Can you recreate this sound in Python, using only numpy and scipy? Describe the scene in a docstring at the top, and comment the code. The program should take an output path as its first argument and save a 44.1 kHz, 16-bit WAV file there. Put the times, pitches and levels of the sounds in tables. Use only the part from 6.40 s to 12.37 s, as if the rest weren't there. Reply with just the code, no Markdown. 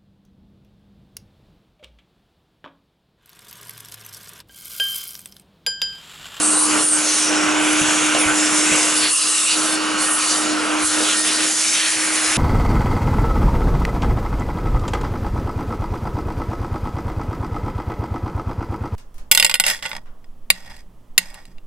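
"""Vacuum cleaner on a computer case.

In a small room, a metal wand is worked over the side panel and air duct. Air rushes into the
wand, whistles breathily at edges and sets the tube ringing hollowly. Now and then the wand
bumps the duct. Behind it, the motor hums under the roar of its exhaust; both dip and swell."""
import sys
import numpy as np
from scipy import signal
from scipy.fft import rfft, irfft, next_fast_len
from scipy.io import wavfile
from scipy.ndimage import uniform_filter1d, map_coordinates

SR = 44100
rng = np.random.default_rng(int(sys.argv[2]) if len(sys.argv) > 2 else 0)


def wav_record(signal):
    """Record a signal, one row per channel, as 16-bit PCM in the file named by sys.argv[1]."""
    frames = np.transpose(np.atleast_2d(signal))
    bounded = np.clip(frames, -1, 1)
    # unit amplitude maps onto the largest positive 16-bit level
    quanta = np.round(bounded * 32767).astype(np.int16)
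    wavfile.write(sys.argv[1], SR, quanta)


N = 263277

# hollow noise in the tube: time_s, level_db
TUBE_DB = [(0.0, -32), (0.38, -40), (0.45, -32), (1.05, -25.5), (2.26, -26.5), (2.33, -23.5), (2.59, -30),
           (2.66, -28), (2.73, -35), (3.14, -32), (5.09, -27.5), (5.15, -29.5), (5.39, -27), (5.97, -26.5)]
# rush at the mouth: time_s, level_db
RUSH_DB = [(0.0, -31), (0.38, -25.5), (0.45, -27.5), (0.8, -23.5), (1.2, -28.5), (1.43, -27), (1.93, -28),
           (1.99, -24), (3.08, -24), (3.52, -31), (3.91, -23), (4.31, -34), (4.46, -25), (5.37, -22.5),
           (5.59, -27), (5.97, -24)]
# enclosure of the mouth by the duct: time_s, share (0-1)
ENCLOSURE = [(0, 0.47), (.52, 0.5), (.62, 0.37), (.88, 0.56), (.98, 0.97), (2.3, 0.92), (2.6, 0),
             (3.2, 0.47), (3.5, 0.1), (3.8, 0.34), (4.3, 0.3), (4.5, 0.29)]
# tube noise, mouth in the duct: freq_hz, density_db
TUBE_IN_DUCT = [(700, -32), (1300, -2), (1900, -2.5), (2400, 2.5), (2900, -4), (3400, -4.5), (4100, -12.5),
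                (7000, -15.5)]
# tube noise, mouth in the open: freq_hz, density_db
TUBE_IN_OPEN = [(400, -24.5), (900, -7), (1400, 0), (2000, -2), (2700, -2), (3500, -7), (6000, -12)]
# rush, mouth in the duct: freq_hz, density_db
RUSH_IN_DUCT = [(2000, -28.5), (3500, -6.5), (4400, -12), (5400, 0), (6500, 2), (7800, -3), (9000, -4),
                (11500, -19)]
# rush, mouth in the open: freq_hz, density_db
RUSH_IN_OPEN = [(2000, -24), (3300, 0.5), (4200, 4.5), (5200, 2.5), (6500, -1.5), (7800, -4), (9500, -13),
                (11500, -37)]
# hiss at the rim: freq_hz, density_db
RIM_SPECTRUM = [(3500, -29), (6000, -4.5), (7500, 0), (8700, 1), (10000, 3.5), (11200, -1)]
# rim muffled: start_s, end_s, loss_db
RIM_MUFFLES = [(0.907, 1.2, 13), (1.694, 1.767, 3), (3.36, 3.586, 10), (4.046, 4.423, 10.5)]
# mouth catching on the panel: middle_s, length_s, loss_db
DRAUGHT_CHOKES = [(.22, .06, 5), (0.49, 0.083, 9), (1.97, 0.023, 2), (2.745, 0.054, 6), (3.74, 0.044, 6),
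                  (4.475, 0.033, 7), (4.82, 0.051, 5.5), (5.14, 0.037, 3)]
# edge whistles and long tube ringing: start_s, length_s, first_hz, last_hz, width_hz, level_db
WHISTLES_AND_RINGS = [(0.018, 0.41, 1096, 1157, 372, -29), (0.021, .14, 9000, 8330, 1700, -18.5),
                      (0.16, 0.1, 8560, 9520, 1400, -18), (0.38, 0.051, 8700, 8500, 600, -24),
                      (0.442, 0.06, 9800, 8950, 650, -18.5), (0.504, 0.062, 8700, 8550, 650, -17.5),
                      (0.658, 0.26, 6120, 5730, 1000, -25), (0.723, 0.15, 8940, 8900, 1300, -25.5),
                      (.93, 1.05, 1390, 1410, 130, -35.5), (1.19, 0.67, 3260, 3414, 700, -33),
                      (1.289, 0.45, 6430, 6530, 2000, -29), (2.191, 0.41, 8480, 7360, 1300, -26.5),
                      (2.252, 0.97, 2816, 2804, 330, -30), (2.422, 0.77, 1169, 1208, 250, -34),
                      (2.705, 0.12, 8860, 9000, 1300, -22), (2.889, 0.23, 8100, 8150, 1700, -22),
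                      (3.239, 0.79, 2810, 2980, 222, -34), (3.38, 0.68, 1207, 1259, 400, -28.5),
                      (3.999, 0.82, 1350, 1350, 320, -33.5), (5.082, 0.3, 6910, 5890, 1293, -27.5),
                      (5.35, 0.67, 1894, 2255, 900, -30.5)]
# mouth grazing the panel: middle_s, length_s, centre_hz, width_hz, level_db
GRAZE_PUFFS = [(.335, .08, 2500, 900, -31.5), (.36, .05, 1250, 500, -29), (1.665, .04, 6510, 2500, -28),
               (1.72, .055, 1420, 300, -26), (1.809, 0.033, 9600, 1200, -20),
               (1.901, 0.048, 1350, 400, -24), (2.35, .1, 2245, 600, -27),
               (2.648, 0.045, 3400, 2600, -21.5), (3.101, 0.07, 2720, 550, -24.5),
               (3.132, .05, 4310, 1600, -22.5), (3.32, 0.053, 10040, 3000, -27),
               (3.7, 0.18, 9680, 2600, -23.5), (3.917, 0.041, 6560, 3990, -22),
               (4.457, 0.044, 9500, 3500, -22), (4.7, 0.094, 3195, 1400, -24),
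               (4.886, .07, 2903, 1800, -25), (5.021, 0.054, 3000, 1800, -24),
               (5.401, .13, 2996, 1400, -25.5)]
# wand against the duct: start_s, level_db, ring_hz, t60_s
DUCT_BUMPS = [(1.414, -29, 149, 0.22), (1.482, -37, 151, 0.078), (1.748, -18.5, 589, 0.2),
              (1.748, -18, 3320, 0.02), (1.855, -25.5, 137, 0.16), (1.922, -34, 120, 0.083),
              (2.319, -28.5, 171, 0.17), (2.325, -23, 520, 0.2), (4.44, -42, 80, 0.41),
              (5.57, -41.5, 101.5, 0.19), (5.87, -44, 84.6, 0.66)]
# motor hum, dipping and swelling: time_s, level_db
HUM_DB = [(0.0, -27.5), (0.18, -29), (0.37, -23), (0.48, -32), (0.6, -28), (0.8, -32), (0.93, -22.5),
          (2.36, -25), (2.56, -29), (2.66, -28), (2.76, -48), (2.86, -36), (3.08, -40.5), (3.19, -27.5),
          (3.56, -27.5), (3.82, -33.5), (4.09, -25), (4.41, -24.5), (4.47, -32.5), (4.59, -24.5),
          (4.75, -31.5), (5.05, -29), (5.12, -37), (5.5, -39), (5.55, -33), (5.97, -30)]
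# exhaust roar: freq_hz, density_db
EXHAUST_SPECTRUM = [(25, -60), (45, -20), (110, -16), (150, -8), (180, -8), (270, -3.5), (350, -1),
                    (500, -1.5), (850, 0), (1100, 1), (1500, 0), (1700, -5), (3000, -8.5), (5000, -23.5)]
# motor shaft speed: time_s, rate_hz
SHAFT_HZ = [(0, 305.9), (2.64, 306.4), (2.84, 308.3), (3.25, 311.8), (3.6, 307.9), (4.5, 307), (5.0, 310.7),
            (5.42, 315.3), (5.97, 311)]
# shaft harmonics relative to the hum: order, level_db
SHAFT_HARMONICS = [(1, 0), (2, -18.5), (4, -39), (5, -11.5)]
# fan whine: time_s, level_db
WHINE_DB = [(0, -45), (2.9, -52), (3.3, -41), (4.0, -37.5), (4.4, -45), (4.65, -37.5), (5.05, -36.5),
            (5.25, -45), (5.97, -44)]
# standing waves of housing and wand: centre_hz, width_hz, boost_db
STANDING_WAVES = [(219.7, 20, 8.5), (508, 19.5, 6), (1400, 160, 3), (2880, 350, 7), (4330, 160, 6.5),
                  (5760, 200, 1), (7080, 300, 5)]
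# left-right likeness in the room: freq_hz, correlation
ROOM_COHERENCE = [(50, 0.71), (500, 1), (2000, 0.89), (11000, 0.87)]
# phase of left ahead of right: freq_hz, lead_rad
LEFT_LEAD = [(40, 0.64), (170, 0.4), (300, 0.94), (900, 0.97), (1400, 0.68), (2000, 0.39), (2800, 0.17),
             (4300, 0.53), (9000, 0)]

FADE_S = 0.04  # shortest fade of an air band


def wand(rim_db=-18, rim_follow=0.091, usual_rush_db=-23, duct_loss_db=4):
    """Air drawn into the wand: hollow tube noise, a rush at the mouth, a hiss at the rim."""
    tube_db, rush_db, enclosed = curve(TUBE_DB), curve(RUSH_DB), np.clip(curve(ENCLOSURE), 0, 1)
    muffle_db, choke_db = muffling_db(), choking_db()
    inside, outside = np.sqrt(enclosed), np.sqrt(1 - enclosed)
    # standing waves colour this noise only inside the duct
    tube = inside * amp(2.5) * turbulence(TUBE_IN_DUCT, patchy_db=2.5, ringing=0.64)
    tube += outside * amp(2) * turbulence(TUBE_IN_OPEN, patchy_db=3, ringing=0)
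    rush = inside * amp(2.5) * turbulence(RUSH_IN_DUCT, patchy_db=3, ringing=1)
    rush += outside * turbulence(RUSH_IN_OPEN, patchy_db=3.4, ringing=0)
    hiss = turbulence(RIM_SPECTRUM, patchy_db=2.05, ringing=0)
    hiss_db = rim_db + rim_follow * (rush_db - usual_rush_db) - duct_loss_db * enclosed - muffle_db
    air = amp(tube_db - choke_db + 0.61 * wobble(22)) * tube
    air += amp(rush_db - 0.57 * choke_db - 0.067 * muffle_db + 1.1 * wobble(35)) * rush
    air += amp(hiss_db + 1.3 * wobble(30)) * hiss
    return air * amp(0.46 * wobble(30))


def muffling_db(ramp_s=0.069):
    """Hiss lost while the rim is muffled."""
    t = np.arange(N) / SR
    return sum(loss_db * np.clip(0.5 + np.minimum(t - start_s, end_s - t) / ramp_s, 0, 1)
               for start_s, end_s, loss_db in RIM_MUFFLES)


def choking_db():
    """Draught lost as the mouth briefly catches on the panel."""
    t = np.arange(N) / SR
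    return sum(loss_db * np.exp(-2 * ((t - middle_s) / length_s) ** 2)
               for middle_s, length_s, loss_db in DRAUGHT_CHOKES)


def whistles_and_rings():
    """Breathy whistles at edges, long hollow ringing of the wand's tube, a puff at each graze."""
    out = np.zeros((2, N))
    for start_s, length_s, first_hz, last_hz, width_hz, level_db in WHISTLES_AND_RINGS:
        glide_hz = np.linspace(first_hz, last_hz, int((length_s + FADE_S) * SR))
        add(out, start_s - FADE_S / 2, air_band(glide_hz, width_hz, level_db))
    for middle_s, length_s, centre_hz, width_hz, level_db in GRAZE_PUFFS:
        steady_hz = np.full(int((length_s + FADE_S) * SR), centre_hz)
        add(out, middle_s - (length_s + FADE_S) / 2, air_band(steady_hz, width_hz, level_db))
    return out


def air_band(centre_hz, width_hz, level_db, waver=0.014):
    """A breathy band swells, holds and fades; hand tremor shakes its pitch."""
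    t = np.arange(len(centre_hz)) / SR
    ramp = np.clip(np.minimum(t, t[-1] - t) / max(FADE_S, t[-1] / 5), 0, 1)
    swell = np.sin(np.pi / 2 * ramp)
    tremor = 1 + waver * wobble(24.95, len(t))
    return amp(level_db) * swell * resonance(centre_hz * tremor, width_hz)


def bumps(width_ratio=0.51, attack_s=0.0008):
    """The wand knocks the plastic duct: the wall flexes in and back and rings, heavily damped."""
    out, t = np.zeros((2, N)), np.arange(SR // 4) / SR
    for start_s, level_db, ring_hz, t60_s in DUCT_BUMPS:
        flex_rad = np.pi * ring_hz * t
        flex = flex_rad * (1 - flex_rad / 2) * np.exp(1 - flex_rad)
        envelope = amp(-60 * t / t60_s) * (1 - np.exp(-t / attack_s))
        ring = envelope * resonance(np.full(len(t), ring_hz), width_ratio * ring_hz)
        add(out, start_s, amp(level_db) * (flex + ring))
    return out


def exhaust(usual_roar_db=-26, usual_hum_db=-27.5, follow=0.69, flutter_db=0.5):
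    """Broad roar coloured by the housing; follows the hum's level less deeply, dips at each choke."""
    roar_db = usual_roar_db + follow * (curve(HUM_DB) - usual_hum_db) - 0.34 * choking_db()
    gain = amp(roar_db + flutter_db * wobble(24))
    return gain * turbulence(EXHAUST_SPECTRUM, patchy_db=1.13, ringing=1)


def motor(trim_db=0.35, flutter_db=1.25, overtone_flutter_db=3.5, drift_hz=0.18, whine_order=6):
    """The unbalanced rotor hums once a turn; overtones and fan whine flutter in the moving air."""
    shaft_rad = 2 * np.pi * np.cumsum(curve(SHAFT_HZ) + drift_hz * wobble(14)) / SR
    hum_db = curve(HUM_DB) + flutter_db * wobble(24.26)
    whine_db = curve(WHINE_DB) + overtone_flutter_db * wobble(12)
    out = amp(whine_db) * np.sin(whine_order * shaft_rad)
    for order, level_db in SHAFT_HARMONICS:
        flicker_db = (order > 1) * overtone_flutter_db * wobble(12)
        out += amp(hum_db + level_db + flicker_db) * np.sin(order * shaft_rad)
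    return np.sqrt(2) * amp(trim_db) * out


def turbulence(spectrum, patchy_db, ringing):
    """Stereo noise, rms 1; eddies lift and lower patches of it; ringing scales the standing waves."""
    hz, _, bins = signal.stft(rng.standard_normal((2, N)), SR, nperseg=2048)
    eddies = uniform_filter1d(rng.standard_normal(bins.shape[1:]), size=16, axis=0)
    eddies = uniform_filter1d(eddies, size=5, axis=1)
    waves_db = sum(boost_db / (1 + (2 * (hz - centre_hz) / width_hz) ** 2)
                   for centre_hz, width_hz, boost_db in STANDING_WAVES)
    colour_db = at_hz(spectrum, hz) + ringing * waves_db
    bins = spread(bins, hz[:, None]) * amp(colour_db[:, None] + patchy_db * unit_rms(eddies))
    return unit_rms(signal.istft(bins, nperseg=2048)[1][:, :N])


def resonance(centre_hz, width_hz):
    """Stereo noise band, rms 1, with a per-sample centre."""
    white = rng.standard_normal((2, 2, len(centre_hz)))
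    baseband = filtered(white, lambda hz: 1 / (1 + (hz / (0.95 * width_hz)) ** 2) ** 2.38)
    phase = 2 * np.pi * np.cumsum(centre_hz) / SR
    band = baseband[0] * np.cos(phase) + baseband[1] * np.sin(phase)
    return unit_rms(spread(band, centre_hz.mean()))


def spread(pair, hz):
    """Two independent signals to left and right, at the room's coherence."""
    angle = np.arccos(np.clip(at_hz(ROOM_COHERENCE, hz), -1, 1)) / 2
    mid, side = np.cos(angle) * pair[0], np.sin(angle) * pair[1]
    return np.array([mid + side, mid - side])


def amp(db):
    """Decibels to gain."""
    return 10 ** (np.asarray(db) / 20)


def unit_rms(x):
    """Scale to rms 1."""
    return x / np.sqrt(np.mean(np.abs(x) ** 2) + 1e-20)


def at_hz(table, hz):
    """Interpolate on a log frequency axis."""
    freq_hz, values = np.transpose(table)
    return np.interp(np.log(hz + 1), np.log(freq_hz + 1), values)


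def curve(table):
    """Interpolate in time, one value per sample."""
    time_s, values = np.transpose(table)
    return np.interp(np.arange(N) / SR, time_s, values)


def wobble(rate_hz, size=N):
    """Smooth random curve with knots at rate_hz."""
    knots = rng.standard_normal(int(size * rate_hz / SR) + 4)
    return map_coordinates(knots, [np.arange(size) * rate_hz / SR])


def filtered(x, response):
    """Apply response(hz) by padded FFT."""
    size = x.shape[-1]
    padded = next_fast_len(size + 8192)
    return irfft(rfft(x, padded) * response(np.fft.rfftfreq(padded, 1 / SR)), padded)[..., :size]


def add(track, start_s, sound):
    """Mix a stereo sound into the track."""
    span = track[:, max(round(start_s * SR), 0):][:, :sound.shape[1]]
    span += sound[:, :span.shape[1]]


def scene():
    """Machine and bumps slightly right; the wand's air nearly straight ahead."""
    right = motor() + exhaust() + bumps()
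    ahead = wand() + whistles_and_rings()
    return right * amp([[-0.8], [0.8]]) + ahead * amp([[-0.2], [0.2]])


def record(dry, top_hz=11130):
    """Left leads right in phase, most in the bass and mids; nothing passes above top_hz."""
    def response(hz):
        phase_rad = 0.5 * np.outer([1, -1], at_hz(LEFT_LEAD, hz))
        return np.exp(1j * phase_rad) * (hz < top_hz)
    return filtered(dry, response)


dry = scene()
out = record(dry)
wav_record(out)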